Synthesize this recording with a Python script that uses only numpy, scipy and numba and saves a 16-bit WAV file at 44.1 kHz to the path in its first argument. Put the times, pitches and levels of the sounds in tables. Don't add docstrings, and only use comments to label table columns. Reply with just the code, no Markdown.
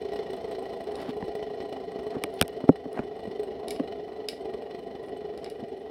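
import sys
import numpy as np
from scipy import signal
from scipy.fft import rfft, irfft
from scipy.io import wavfile
from scipy.ndimage import uniform_filter1d, map_coordinates
from numba import njit

SR = 44100
rng = np.random.default_rng(int(sys.argv[2]) if len(sys.argv) > 2 else 0)


def put_to_file(sound):
    columns = np.atleast_2d(sound).T
    safe = np.clip(columns, -1, 1)
    whole_steps = np.round(safe * 32767)
    wavfile.write(sys.argv[1], SR, whole_steps.astype(np.int16))


N = 260190
T = np.arange(N) / SR
NEAR_HZ, FAR_HZ = 28.35, 39.3
DRAG_PER_S = .0366


def spinners(far_db=-9):
    # f/Hz, level/dB
    table_colour = [(25, -57), (45, -22.5), (65, -16.5), (120, -21.5), (185, -14), (330, -10.5),
                    (450, -6.5), (560, -13), (640, -18.5), (790, -9.5), (900, -25.5), (1100, -27.5),
                    (1600, -47.5), (4000, -64)]
    toy_colour = [(400, -6.5), (1000, 7), (1400, 4), (1700, -3.5), (2400, 0), (3300, -1), (4400, -3.5),
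                  (5500, -3.5), (6700, -18), (9000, -23), (11000, -24.5), (15500, -29)]
    steel_colour = [(2000, -46.5), (5000, -16), (7000, -9), (9000, -5), (12000, -9.5), (16000, -8)]
    # f/Hz, width/Hz, height/dB
    table_modes = [(263.3, 9.5, 7.5), (386, 9.6, 13), (418.5, 5.75, 16.5), (436.2, 14.3, 10.5),
                   (483, 16, 3.5), (595.5, 12, 9.5), (674.5, 26.2, 15.5), (754, 30, 1), (1014, 11, 10.5)]
    toy_modes = [(1934, 64, 20), (2432, 30, 9.3), (2982, 71, 14.8), (3497, 86, 9.7), (4045, 61, 12),
                 (4257, 73, 12.3), (5140, 110, 4.9), (5340, 100, 4.3), (8200, 61, 6.9)]
    steel_modes = [(8330, 95, 21), (11000, 400, 7.5), (12800, 250, -7), (13500, 250, 4)]
    # t/s, gain/dB
    hum_swell = [(0, -1.5), (.7, -0.5), (1.9, -1), (3.1, -1), (3.75, 1.5), (4.3, -2.5), (4.48, 0.5),
                 (5.1, 0), (5.35, -0.5), (5.9, -1)]
    # t/s, toy/dB, steel ring/dB, tabletop/dB
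    hard_catches = [(.018, -59, -51, -35), (.052, -42, -56, -27.5), (.087, -42, -70, -45),
                    (.121, -36, -57, -32), (.134, -36, -45, -25.5), (.16, -37, -53, -25),
                    (.19, -35, -57, -25.5), (.305, -39, -49, -31), (.333, -33.5, -44, -23),
                    (.366, -49, -50, -41), (.407, -47, -65, -38), (.442, -57, -62, -26.5),
                    (.512, -55, -47, -26.5), (.55, -37, -57, -42), (.584, -43, -60, -24),
                    (.625, -52, -50, -25), (.656, -36.5, -54, -38), (.695, -55, -62, -29),
                    (.733, -49, -58, -41), (.807, -40, -49, -27), (.871, -37.5, -57, -28),
                    (.918, -43, -47, -34), (1.167, -59, -52, -24), (1.254, -50, -51, -48),
                    (1.281, -39, -54, -20.5), (1.352, -34, -46, -22.5), (1.427, -37, -54, -24),
                    (1.603, -34, -66, -24.5), (1.625, -42, -54, -27.5), (1.689, -52, -58, -30),
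                    (1.726, -34, -48, -23), (1.959, -47, -66, -20.5), (1.99, -38, -50, -24.5),
                    (2.067, -39, -57, -22.5), (2.106, -37, -50, -31), (2.606, -53, -53, -26),
                    (2.757, -33.5, -48.5, -31), (3.254, -42, -62, -24.5), (3.313, -38.5, -56, -28),
                    (3.395, -37.5, -58, -26.5), (3.433, -38.5, -45, -26.5), (3.877, -37, -63, -32.5),
                    (3.923, -36, -55, -26), (4.455, -38, -57, -23), (4.5, -45, -63, -28.5),
                    (4.538, -36.5, -52, -37), (4.622, -37.5, -57, -29.5), (4.71, -38.5, -62, -29.5),
                    (4.748, -39, -58, -28), (4.79, -43.5, -59.5, -31), (4.952, -37.5, -68, -26.5),
                    (5.685, -58.5, -56, -54)]
    table = body(table_colour, table_modes)
    toy = body(toy_colour, toy_modes)
    steel = body(steel_colour, steel_modes)
    near = bearing(NEAR_HZ, swing_db=2, uneven_db=0.97, worn_db=-6.5)
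    far = bearing(FAR_HZ, swing_db=4, uneven_db=-0.5, worn_db=-2.5)
    force = near + undb(far_db) * far
    swell_db = np.interp(T, *np.transpose(hum_swell))
    hum = unit(ring(force, table)) * undb(coast(-34.5, fall_db=8) + swell_db)
    rattle = unit(waver(ring(force, toy))) * load(NEAR_HZ, swing_db=1.3)
    rattle *= undb(coast(-54.5, fall_db=12.5))
    catch_pings = np.zeros(N)
    for s, toy_db, steel_db, table_db in hard_catches + light_catches():
        add(rattle, s, ring(contact(chatter=.14, decay_s=.008), toy), toy_db)
        add(catch_pings, s, ring(contact(chatter=.16, decay_s=.006), steel), steel_db)
        add(hum, s, ring(contact(chatter=.04, decay_s=.011), table), table_db)
    hum = dull(hum, above_hz=605, fall_db=12)
    rattle = dull(rattle, above_hz=4240, fall_db=17.5)
    return hum + room(rattle + catch_pings + pings(steel))


def bearing(start_hz, swing_db, uneven_db, worn_db, pit_count=50):
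    angle = turns(start_hz)
    passes = np.arange(int(angle[-1]) + 1)[:, None] + rng.random(pit_count)
    depth = np.broadcast_to(rng.standard_normal(pit_count), passes.shape)
    pits = np.bincount(np.searchsorted(angle, passes.ravel()), depth.ravel(), N + 1)[:N]
    taps = unit(grains(rate=2500, scatter_db=4.5)) + undb(worn_db) * unit(pits)
    return unit(taps * load(start_hz, swing_db) * undb(uneven_db * walk(45)))


def light_catches(phase_turns=.42, chance=.7, scatter_db=2.5):
    angle = turns(NEAR_HZ)
    times = np.interp(np.arange(int(angle[-1])) + phase_turns, angle, T)
    toy_db = coast(-47, fall_db=3.5, t=times) - scatter_db * rng.standard_normal(len(times))
    caught = rng.random(len(times)) < chance
    return [(s, db, db - 21.5, db + 10.5) for s, db in zip(times[caught], toy_db[caught])]


def pings(steel, uneven_db=3.5):
    strikes = grains(rate=200, scatter_db=3.5) * load(NEAR_HZ, swing_db=12)
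    strikes *= undb(uneven_db * walk(NEAR_HZ))
    return unit(ring(strikes, steel)) * undb(coast(-71, fall_db=38.5))


def turns(start_hz):
    return start_hz * (1 - np.exp(-DRAG_PER_S * T)) / DRAG_PER_S


def load(start_hz, swing_db, heavy_side=0.41):
    return undb(swing_db * np.cos(2 * np.pi * (turns(start_hz) + heavy_side)))


def coast(start_db, fall_db, t=T):
    return start_db - fall_db * DRAG_PER_S * t / np.log(2)


def dull(x, above_hz, fall_db):
    low = lows(x, above_hz)
    return low + (x - low) * undb(coast(0, fall_db))


def waver(x, rate=14, pitch_share=.012):
    drift = uniform_filter1d(walk(rate), SR // 30)
    shift = pitch_share * drift / np.std(np.diff(drift))
    return map_coordinates(x, [np.arange(N) + shift], order=3, mode="mirror")


def thumps(t60_s=0.051, sag=0.053, sag_s=0.0062):
    # t/s, peak level/dB, pitch/Hz, push time/s, low cut/Hz
    blows = [(1.091, -24, 252, 0.0012, 130), (1.225, -26.5, 192, 0.0033, 45),
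             (2.166, -20.5, 257, 0.0013, 70), (2.241, -23.5, 322, 0.0014, 60),
             (2.4161, -11, 220, 0.0002, 39.8), (2.427, -19.5, 160, 0.0015, 35),
             (2.64, -18.5, 256, 0.0008, 89), (2.6913, 4.5, 270, 0.0026, 60.7),
             (2.856, -22, 278, 0.0031, 119), (2.9754, -21.5, 480, 0.00074, 252),
             (2.991, -15.5, 236, 0.0019, 152), (3.273, -25.5, 206, 0.0042, 120),
             (3.796, -16.5, 276, 0.0057, 263), (5.626, -26, 220, 0.0029, 150)]
    # multiple of the pitch, level/dB, share of the ring time
    case_modes = [(.64, -12, 1.15), (1, 1, .62), (1.32, 3.3, .33), (1.91, -10, .65), (2.11, -13.8, .54),
                  (3.26, -12, .25), (3.84, -9.5, .22)]
    out, t = np.zeros(N), T[:SR // 5]
    warped = t + sag * sag_s * (1 - np.exp(-t / sag_s))
    for s, db, hz, push_s, cut_hz in blows:
        ringing = sum(undb(mode_db - 60 * t / (t60_s * share)) * np.sin(2 * np.pi * hz * ratio * warped)
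                      for ratio, mode_db, share in case_modes)
        push = np.expm1(-(t / push_s) ** 2)
        grip = signal.butter(2, cut_hz, "high", fs=SR, output="sos")
        add(out, s, signal.sosfilt(grip, push * ringing), db)
    return out


def ticks(spot_q=8, spot_db=7):
    taps = [(1.2245, -24, -10.5, 0.16, .0013, 1000, 1940, 4130),
            (2.2376, -15.5, 1, .02, .0012, 1140, 2350, 2900),
            (2.2408, -27, -1, .04, 0.001, 660, 1100, 3050),
            (2.4129, -3.5, 1.2, .01, 0.001, 534, 1330, 3240),
            (2.4241, -13.5, 1, 0.041, .0014, 690, 1470, 3920),
            (2.4798, -29.5, 5, 0.036, .001, 1300, 3130, 6400),
            (2.689, -27, -5, .04, .0012, 1200, 2000, 4900), (2.854, -32, -9.5, .04, .001, 570, 1100, 1920),
            (2.9735, -35, -6, .04, 0.0019, 750, 1380, 2380),
            (2.9902, -17, -10.5, 0.053, .0014, 610, 1170, 1690),
            (3.7975, -32, -6, .04, 0.00131, 900, 1640, 2780)]
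    # f/Hz, level/dB
    shell_colour = [(200, -21), (700, 3), (1300, -3), (2000, -3.5), (2900, -3), (4000, -7), (6000, -8),
                    (7400, -25.5), (8400, -1), (11000, -15.5), (14500, -16.5), (16000, -28.5)]
    # f/Hz, width/Hz, height/dB
    shell_modes = [(2350, 180, 8.5), (12900, 3100, 4)]
    out = np.zeros(N)
    for s, db, tilt_db, chatter, echo_s, *spot_hz in taps:
        spot_modes = [(hz, hz / spot_q, spot_db) for hz in spot_hz]
        shell = body(shell_colour, shell_modes + spot_modes, tilt_db)
        crack = ring(contact(chatter, decay_s=.0011), shell)
        add(out, s, bend(crack, echo_s), db)
    return out


def bend(x, echo_s, crossing_s=.0013, edge_share=.8, edge_dull_hz=6000):
    hz = np.arange(len(x) // 2 + 1) * SR / len(x)
    travel = lambda s: np.exp(-4j * np.pi * s * np.sqrt(1000 * hz))
    echo = edge_share / (1 + (hz / edge_dull_hz) ** 2) * travel(echo_s)
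    return irfft(rfft(x) * travel(crossing_s) * (1 - echo))


def clacks(echo_db=-9, ring_width_hz=160, ring_db=6):
    # t/s, peak level/dB, tilt/(dB per octave), boosted ring/Hz
    knocks = [(0.955, -34.5, -7.5, 4850), (1.002, -35.5, -14, 2280), (1.017, -39, 0, 13500),
              (1.093, -37.5, -11, 2900), (2.34, -42.5, 3.5, 10200), (2.929, -42.5, 5, 9600),
              (3.6826, -24.5, -4.5, 3770), (3.7072, -21, -3.5, 10600), (3.762, -34, -12, 4300),
              (4.2865, -18, -5.5, 5030), (4.2955, -38, -4, 5050), (5.376, -39, -5, 3850),
              (5.444, -30.5, -9.5, 2300), (5.462, -34.5, -15.5, 3800), (5.5, -37.5, -2.5, 10300)]
    # f/Hz, level/dB
    plastic_colour = [(400, -38), (1500, -17), (2300, -6.5), (4000, -0.5), (5300, 4), (6400, -13.5),
                      (7500, -3.5), (11000, -1), (13000, -14.5), (16000, -12.5)]
    # f/Hz, width/Hz, height/dB
    plastic_modes = [(2300, 35, 10), (2910, 31, 12), (3780, 52, 7.3), (4100, 70, 2.4), (5120, 220, 4.1),
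                     (9500, 230, 6.9), (10670, 240, 2.9), (13200, 580, 9.3)]
    out = np.zeros(N)
    for s, db, tilt_db, ring_hz in knocks:
        direct = contact(chatter=.27, decay_s=.0027, size=SR // 2)
        echoes = undb(echo_db) * np.linalg.norm(direct) * room_tail()
        plastic = body(plastic_colour, plastic_modes + [(ring_hz, ring_width_hz, ring_db)], tilt_db)
        add(out, s, ring(direct + echoes, plastic), db)
    return out


def rubbing():
    # middle t/s, length/s, level/dB
    slides = [(1.025, 0.2, -39.5), (2.148, 0.076, -41.5), (2.985, 0.078, -35.5)]
    scrapes = [(.53, 0.051, -55.5), (.72, 0.21, -65), (1.025, 0.061, -49), (1.095, 0.032, -51),
               (2.395, 0.013, -42.5)]
    rustles = [(.99, 0.14, -72), (2.375, 0.11, -69), (5.035, 0.016, -71), (5.068, 0.016, -65.5),
               (5.095, .015, -70), (5.61, 0.018, -73), (5.777, 0.014, -75), (5.8, .012, -71)]
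    # f/Hz, level/dB
    slide_colour = [(80, -12), (250, 29.5), (1100, 14), (2000, 6), (4500, -15), (6500, -18), (11000, -27),
                    (16000, -42)]
    scrape_colour = [(1000, -15), (2300, -5), (3400, -2.5), (4600, -10), (6500, -25.5), (10000, -26),
                     (14000, -28), (16000, -32)]
    rustle_colour = [(4000, -30.5), (8000, -11), (9700, 2), (11000, -16.5), (16000, -15)]
    return (friction(slides, slide_colour) + friction(scrapes, scrape_colour)
            + friction(rustles, rustle_colour))


def friction(strokes, colour):
    envelope = sum(undb(db) * np.exp(-(2 * (T - s) / length) ** 2) for s, length, db in strokes)
    grit = grains(rate=1500, scatter_db=4) * undb(3 * walk(60))
    return envelope * unit(ring(grit, body(colour)))


def room(x, echo_db=-11):
    return x + undb(echo_db) * ring(x, room_tail())


def room_tail(first_s=0.0078, split_hz=6000, t60_s=0.26, treble_t60_s=0.21):
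    t = T[:SR // 2]
    noise = rng.standard_normal(len(t)) * (t > first_s)
    low = lows(noise, split_hz)
    tail = low * undb(-60 * t / t60_s) + (noise - low) * undb(-60 * t / treble_t60_s)
    return tail / np.linalg.norm(tail)


def hiss(level_db=-68):
    # f/Hz, level/dB
    floor_colour = [(30, -20), (100, 2.5), (1000, 1.5), (4000, -11.5), (7000, -20), (11000, -19),
                    (16000, -23.5)]
    return undb(level_db) * unit(ring(rng.standard_normal(N), body(floor_colour)))


def undb(db):
    return 10 ** (np.asarray(db) / 20)


def unit(x):
    return x / np.sqrt(np.mean(x ** 2))


def lows(x, hz):
    return signal.sosfiltfilt(signal.butter(2, hz, fs=SR, output="sos"), x)


def walk(rate):
    hold = int(SR / rate)
    steps = np.repeat(rng.standard_normal(N // hold + 1), hold)
    return unit(uniform_filter1d(steps, hold)[:N])


def grains(rate, scatter_db):
    hits = (rng.random(N) < rate / SR) * rng.choice([-1, 1], N)
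    return hits * undb(scatter_db * np.clip(rng.standard_normal(N), -2, 2))


def contact(chatter, decay_s, size=4096):
    force = chatter * rng.standard_normal(size) * np.exp(-T[:size] / decay_s)
    force[0] += 1
    return force


def body(colour, modes=(), tilt_db=0, size=8192):
    hz = np.maximum(np.arange(size // 2 + 1) * SR / size, 1)
    points, db = np.transpose(colour)
    power = 1 + sum((undb(2 * peak) - 1) / (1 + (2 * (hz - f) / width) ** 2) for f, width, peak in modes)
    slope = tilt_db * np.log2(np.maximum(hz, points[0]) / points[0])
    gain = undb(np.interp(np.log(hz), np.log(points), db) + slope) * np.sqrt(np.abs(power))
    cepstrum = irfft(np.log(gain))
    cepstrum[1:size // 2] *= 2
    cepstrum[size // 2 + 1:] = 0
    return irfft(np.exp(rfft(cepstrum)))


def ring(force, response):
    return signal.fftconvolve(force, response)[:len(force)]


def add(track, s, sound, db):
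    start = int(s * SR)
    part = sound[:N - start]
    track[start:start + len(part)] += undb(db) * part / np.abs(sound).max()


def scene():
    handled = rubbing()
    return (spinners() + thumps() + ticks() + clacks() + handled + hiss())[None]


@njit
def follow(x, attack, release):
    out, level = np.empty(len(x)), 0.
    for i in range(len(x)):
        level += (x[i] - level) * (attack if x[i] > level else release)
        out[i] = level
    return out


def record(dry, knee_db=-27, attack_s=.016, release_s=0.17, squeeze=0.25, ceiling=1.15, top_hz=16200):
    envelope = follow(np.abs(dry[0]), 1 / (attack_s * SR), 1 / (release_s * SR))
    ducked = dry * np.maximum(envelope / undb(knee_db), 1) ** -squeeze
    rounded = ceiling * np.tanh(ducked / ceiling)
    return signal.sosfilt(signal.ellip(10, .2, 80, top_hz, fs=SR, output="sos"), rounded)


dry = scene()
out = record(dry)
put_to_file(out)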